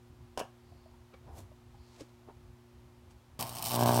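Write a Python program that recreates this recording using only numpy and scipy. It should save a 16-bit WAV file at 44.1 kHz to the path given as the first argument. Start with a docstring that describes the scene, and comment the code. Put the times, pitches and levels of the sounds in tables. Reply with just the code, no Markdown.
"""A mains arc snaps, sputters and grows between a high-voltage electrode and a circuit board, outdoors.
It restrikes every half cycle: sudden heating radiates a crack, a push of air and a pop, the pop being
harder on one polarity. Before contact, the pole carrying the electrode clacks, shoes knock and scuff
the ground, and something twitters far off. A transformer hums throughout over a low rumble,
and the yard returns quick reflections of the nearby sounds."""
import sys
import numpy as np
from scipy import signal
from scipy.fft import rfft, irfft
from scipy.io import wavfile
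from scipy.ndimage import uniform_filter1d

SR = 44100
rng = np.random.default_rng(int(sys.argv[2]) if len(sys.argv) > 2 else 0)


def to_wav(sig):
    """Store sig (one row per channel, or 1-D mono) as 16-bit WAV at the path in sys.argv[1].

    Samples outside -1..1 are clipped; the rate is SR.
    """
    pcm = np.clip(np.atleast_2d(sig), -1, 1) * 32767
    pcm = np.round(pcm).astype(np.int16)
    wavfile.write(sys.argv[1], SR, pcm.T)  # frames by channels


N = 176400
MAINS_HZ, CONTACT_S = 59.9, 3.392
HALF_CYCLE_SAMPLES = SR / (2 * MAINS_HZ)

def undb(db):
    """Amplitude ratio of a level in decibels."""
    return 10 ** (np.asarray(db) / 20)

def envelope(rows, t):
    """Amplitude interpolated in decibels; zero until just before contact."""
    return undb(np.interp(t, *np.array(rows).T)) * (t >= CONTACT_S - .001)

def colour(x, spectrum):
    """Minimum-phase filter of unit energy: the spectrum sets relative levels only."""
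    hz, db = np.array(spectrum).T
    f = np.maximum(np.arange(N + 1) * SR / (2 * N), 1)
    cepstrum = irfft(np.log(undb(np.interp(np.log(f), np.log(hz), db))))
    cepstrum[1:N] *= 2  # folding onto positive time makes the filter causal
    cepstrum[N + 1:] = 0
    response = np.exp(rfft(cepstrum))
    return irfft(rfft(x, 2 * N) * response / np.sqrt(np.mean(abs(response) ** 2)))[:N]

def resonance(x, hz, q):
    """Two equal resonators in cascade, scaled to conserve the power of white noise."""
    b, a = signal.iirpeak(hz, q, fs=SR)
    return signal.lfilter(b, a, signal.lfilter(b, a, x)) / np.sqrt(b[0] / 2)

def noise():
    """Gaussian white noise."""
    return rng.standard_normal(N)

def drift(rate_hz):
    """Slow random fluctuation of unit standard deviation."""
    hold = int(SR / rate_hz)
    x = uniform_filter1d(np.repeat(rng.standard_normal(N // hold + 1), hold), hold)[:N]
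    return x / x.std()

def grains(per_s, spread_db):
    """Shot noise: random impulses of log-normal size, rms 1."""
    x = (rng.random(N) < per_s / SR) * np.sign(noise()) * undb(spread_db * noise())
    return x / x.std()

def impulses(times, sizes):
    """One impulse at each time."""
    return np.bincount(np.round(times * SR).astype(int), sizes, N)[:N]

# spectra of the distant rumble and the open air (f/Hz, level/dB)
RUMBLE_SPECTRUM = [(20, -24), (65, 9), (100, 4.5), (130, 0), (165, -14.5), (300, -13), (1500, -75)]
AIR_SPECTRUM = [(100, -3), (900, 4), (1600, -4), (4000, -9.5), (8000, -15.5), (13000, -18.5), (16000, -21)]
def ambience():
    """Ambient noise: an amplitude-modulated rumble under steady, faint air."""
    rumble = colour(noise() * undb(4 * drift(rate_hz=11)), RUMBLE_SPECTRUM)
    return undb(-59) * rumble + undb(-67) * colour(noise(), AIR_SPECTRUM)

# partials of the hum (harmonic number, level/dB)
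HUM_PARTIALS = [(2, -61), (4, -62.5), (6, -63)]
def transformer(t, drop_s=3.17, drop_db=-5.5):
    """Even harmonics of the mains; the level wavers and steps down shortly before contact."""
    hum = sum(undb(db) * np.sin(2 * np.pi * (k * MAINS_HZ * t + rng.random())) for k, db in HUM_PARTIALS)
    return hum * undb(.5 * drift(rate_hz=2.02) + drop_db * (t > drop_s))

# distant phrases (start t/s, end t/s, level/dB)
PHRASES = [(0.593, 0.93, -78.5), (1.76, 1.97, -74)]
def twitter(t):
    """Narrow-band noise under arched envelopes, heard as far-off birds."""
    arches = sum(undb(db) * 2 * np.sqrt(np.maximum((t - start) * (end - t), 0)) / (end - start)
                 for start, end, db in PHRASES)
    return arches * resonance(noise(), hz=4480, q=5)

# spectrum of the reflections (f/Hz, level/dB)
YARD_SPECTRUM = [(150, -29.5), (800, 4.5), (15000, -2)]
def yard(x, t, delay_s=0.0045, t60_s=0.22):
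    """Reverberation: direct sound plus sparse, decaying reflections from a barrel, a wall and trees."""
    tail = grains(per_s=3700, spread_db=6) * (t > delay_s) * undb(-60 * t / t60_s)
    reflected = signal.fftconvolve(x, tail / np.linalg.norm(tail))[:N]
    return x + undb(-13.5) * colour(reflected, YARD_SPECTRUM)

# hollow knocks of shoes and pole (t/s, level/dB, f/Hz)
HOLLOW_KNOCKS = [(.721, -49.5, 704), (.859, -48, 643), (.939, -54.5, 950), (1.139, -45.5, 516),
                 (1.139, -54, 2280), (1.516, -48.5, 605), (1.745, -50.5, 816), (2.016, -37.5, 313),
                 (2.286, -41, 408), (2.296, -45.5, 940)]
def knocks(t, attack_s=0.00078, decay_s=0.0067):
    """Damped free vibration: each impact excites one mode and a weaker inharmonic overtone."""
    out = 0
    for onset, db, hz in HOLLOW_KNOCKS:
        age = np.maximum(t - onset, 0)
        shape = (1 - np.exp(-age / attack_s)) * np.exp(-np.minimum(age / decay_s, 20))
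        phase = 2 * np.pi * hz * age
        out += undb(db) * shape * (np.sin(phase) + undb(-12.5) * np.sin(1.47 * phase))
    return out

# shoes on soil, twigs and leaves (t/s, thud level/dB, thud f/Hz, grit level/dB, grit f/Hz, decay t/s)
FOOTFALLS = [(1.143, -53.5, 1170, -62.5, 2220, 0.0094), (1.292, -54.5, 770, -76, 2670, 0.039),
             (1.386, -51, 710, -57, 7400, 0.026), (1.953, -67, 960, -67.5, 4030, 0.11),
             (2.009, -48.5, 508, -54.5, 4370, 0.01), (2.294, -50, 790, -71, 1500, 0.015),
             (3.113, -64, 900, -65.5, 5270, 0.0092)]
# spectrum of struck soil (f/Hz, level/dB)
SOIL_SPECTRUM = [(60, -14), (320, -8.5), (950, -13.5), (1400, -25), (6000, -60)]
def footsteps(t):
    """Impact and friction: a dull, weakly resonant thud and a scuff of grit swell and die together."""
    out, soil, grit = 0, colour(noise(), SOIL_SPECTRUM), grains(per_s=6300, spread_db=5)
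    for peak_s, thud_db, thud_hz, grit_db, grit_hz, decay_s in FOOTFALLS:
        shape = np.exp(-np.minimum(abs(t - peak_s) / decay_s, 20))
        ring = resonance(shape * noise(), thud_hz, q=2.16)
        thud = (shape * soil + undb(-2) * ring) / np.sqrt(2)
        low_hz, high_hz = .3 * grit_hz, 1.7 * grit_hz
        passband = signal.butter(2, [low_hz, high_hz], "bandpass", fs=SR)
        scuff = signal.lfilter(*passband, shape * grit) * np.sqrt(SR / 2 / (high_hz - low_hz))
        out += undb(thud_db) * thud + undb(grit_db) * scuff
    return out

# impacts of the pole and its fittings (t/s, body level/dB, rattle level/dB, decay t/s)
POLE_IMPACTS = [(.375, -31, -39.5, 0.0066), (0.3868, -34.5, -53, 0.007), (0.3932, -44, -40, 0.0078),
                (.401, -29.5, -47, 0.0044), (0.4104, -32, -70, 0.0087), (.4335, -45.5, -79, 0.014)]
# spectra of the hollow body and the rattle (f/Hz, level/dB)
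BODY_SPECTRUM = [(80, -6.5), (350, 0), (600, 5.5), (950, 2.5), (1250, -9), (1660, -4), (2000, -28.5),
                 (2900, -8), (4000, -32), (12000, -74)]
RATTLE_SPECTRUM = [(500, 1), (4200, -1), (5400, 5), (7500, -0.5), (8400, 0.5), (16000, -14)]
def pole(t):
    """Impact excitation: quick blows and their chatter drive hollow resonances and a bright rattle."""
    force, rattle = 0, 0
    for onset, body_db, rattle_db, decay_s in POLE_IMPACTS:
        shape = (t >= onset) * np.exp(-np.minimum(abs(t - onset) / decay_s, 20))
        blow = impulses(np.array([onset]), [np.linalg.norm(shape)])
        chatter = shape * noise()
        force += undb(body_db) * (undb(-3.5) * blow + undb(-1) * chatter)
        rattle += undb(rattle_db) * shape
    return colour(force, BODY_SPECTRUM) + colour(rattle * noise(), RATTLE_SPECTRUM)

# burning of the board (t/s, level/dB)
BURNING = [(3.39, -38.5), (3.44, -43), (3.5, -52), (3.63, -46.5), (3.72, -40.5), (3.8, -41), (3.9, -37.5),
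           (4.0, -41.5)]
# spectra of its sputter and low flutter (f/Hz, level/dB)
SPUTTER_SPECTRUM = [(100, -23), (500, -30.5), (680, -1), (1100, -3), (1350, -17), (1850, -20.5),
                    (9000, -30)]
FLUTTER_SPECTRUM = [(45, -21), (100, 14.5), (400, 0.5), (3000, -59)]
def board(t):
    """Combustion noise: the board sputters in random impulses over a low flutter."""
    burning = envelope(BURNING, t)
    sputter = colour(burning * grains(per_s=900, spread_db=1.5), SPUTTER_SPECTRUM)
    flutter = colour(burning * noise(), FLUTTER_SPECTRUM)
    return undb(1.5) * sputter + undb(-5.5) * flutter

# strength of the restrike cracks, and single sparks before the arc holds (t/s, level/dB)
RESTRIKE_LEVELS = [(3.39, -46), (3.54, -48.5), (3.575, -42.5), (3.605, -48.5), (3.642, -48), (3.651, -33.5),
                   (3.715, -37.5), (3.73, -34.5), (3.9, -36), (4.0, -37)]
FIRST_SPARKS = [(3.3928, -35), (3.4, -32), (3.409, -26.5), (3.4254, -28), (3.4933, -35), (3.6244, -26.5),
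                (3.641, -29.5)]
# spectra of a crack's bright edge and its body; resonances of the board (f/Hz, level/dB)
EDGE_SPECTRUM = [(1100, -18), (1900, -19), (2200, -4), (5600, 1), (6400, -5), (7400, -5.5), (8500, 2.5),
                 (10400, -6), (11300, -2.5), (12400, -5), (13700, 1), (15800, -5.5)]
CRACK_BODY_SPECTRUM = [(300, -13.5), (900, -4), (1900, -18.5), (5000, -23)]
BOARD_MODES = [(3130, -18), (4630, -26), (5350, -20), (5820, -29)]
def cracks(strike_s, change_db, decay_s=0.0036, mode_width_hz=300):
    """Electrical breakdown: sparks are decaying noise bursts that add in energy and make the board rasp."""
    strength = envelope(RESTRIKE_LEVELS, strike_s) * undb(change_db)
    spark_s, spark_db = np.array(FIRST_SPARKS).T
    energy = impulses(strike_s, strength ** 2 * HALF_CYCLE_SAMPLES * 2 / (decay_s * SR))
    energy += impulses(spark_s, undb(spark_db) ** 2)
    power = signal.lfilter([1], [1, -np.exp(-2 / (decay_s * SR))], energy)
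    sparks = np.sqrt(power) * grains(per_s=9000, spread_db=1)
    rasp = sum(undb(db) * resonance(sparks, hz, hz / mode_width_hz) for hz, db in BOARD_MODES)
    return colour(sparks, EDGE_SPECTRUM) + rasp + undb(-15.5) * colour(sparks, CRACK_BODY_SPECTRUM)

# restrikes that pop extra hard (t/s, level/dB)
HARD_POPS = [(3.7418, -39.5), (3.8338, -29), (3.8925, -29)]
# spectrum of a pop (f/Hz, level/dB)
POP_SPECTRUM = [(50, -57), (180, -1), (300, -1.5), (420, -0.5), (475, -19), (540, -0.5), (670, 5.5),
                (950, 1), (1380, -15.5), (1580, -10), (1950, -35.5), (3200, -20), (15000, -89)]
def pops(flare_s, flame, change_db, weak_polarity_db=-31, lead_s=0.00072):
    """Polarity asymmetry: every other pop is weak, so the pulses repeat at the mains frequency."""
    polarity_db = weak_polarity_db * (np.arange(len(flare_s)) % 2)
    size = flame * np.sqrt(2) * undb(change_db + polarity_db)
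    size *= (flame / undb(-29.5)) ** 0.34  # a bigger flame pops disproportionately harder
    for time_s, db in HARD_POPS:
        size[np.argmin(abs(flare_s - time_s))] += undb(db)
    return -colour(impulses(flare_s - lead_s, size * np.sqrt(HALF_CYCLE_SAMPLES)), POP_SPECTRUM)

# spectrum of a push of hot air (f/Hz, level/dB)
PUSH_SPECTRUM = [(40, -19), (75, -2), (120, 11), (290, 1.5), (420, -12), (475, -6.5), (600, 1.5),
                 (6000, -60.5)]
def air_pushes(flare_s, flame):
    """Thermal expansion: each flare displaces air and radiates a low pressure pulse."""
    return colour(impulses(flare_s, flame * np.sqrt(HALF_CYCLE_SAMPLES)), PUSH_SPECTRUM)

# strength of the arc flame (t/s, level/dB)
FLAME_LEVELS = [(3.39, -40.5), (3.45, -47.5), (3.65, -53.5), (3.745, -34), (3.83, -27), (3.89, -28),
                (3.94, -29.5), (4.0, -27.5)]
# spells of smooth burning that weaken the cracks (start t/s, end t/s, change of level/dB)
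SMOOTH_SPELLS = [(3.764, 3.788, -10), (3.839, 3.855, -59)]
def arc(jitter_s=0.0004, crack_scatter_db=1.8):
    """An alternating-current arc restrikes every half cycle, each time with a crack, a push and a pop."""
    count = int((N / SR - CONTACT_S) * 2 * MAINS_HZ) + 1
    timing, scatter = rng.standard_normal((count, 2)).T
    beat_s = CONTACT_S + np.arange(count) / (2 * MAINS_HZ)
    strike_s = beat_s + jitter_s * timing
    flare_s = beat_s + .4 * jitter_s * timing  # the low pulses keep steadier time
    lull_db = sum(db * ((strike_s > start) & (strike_s < end)) for start, end, db in SMOOTH_SPELLS)
    flame = envelope(FLAME_LEVELS, strike_s)
    crack = cracks(strike_s, lull_db + crack_scatter_db * scatter)
    pop = pops(flare_s, flame, 0.11 * lull_db)  # the pops dip only slightly in a lull
    return undb(-2) * crack + undb(-3.5) * air_pushes(flare_s, flame) + undb(-1.5) * pop

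def scene():
    """Superposition: the nearby sources and their reflections add to the background, in mono."""
    t = np.arange(N) / SR
    nearby = arc() + board(t) + pole(t) + footsteps(t) + knocks(t)
    return (yard(nearby, t) + twitter(t) + transformer(t) + ambience())[None]

def record(dry, cutoff_hz=15900):
    """Band limiting: a steep low-pass filter removes the highest treble."""
    return signal.sosfilt(signal.ellip(10, .2, 80, cutoff_hz, fs=SR, output="sos"), dry)

dry = scene()
out = record(dry)
to_wav(out)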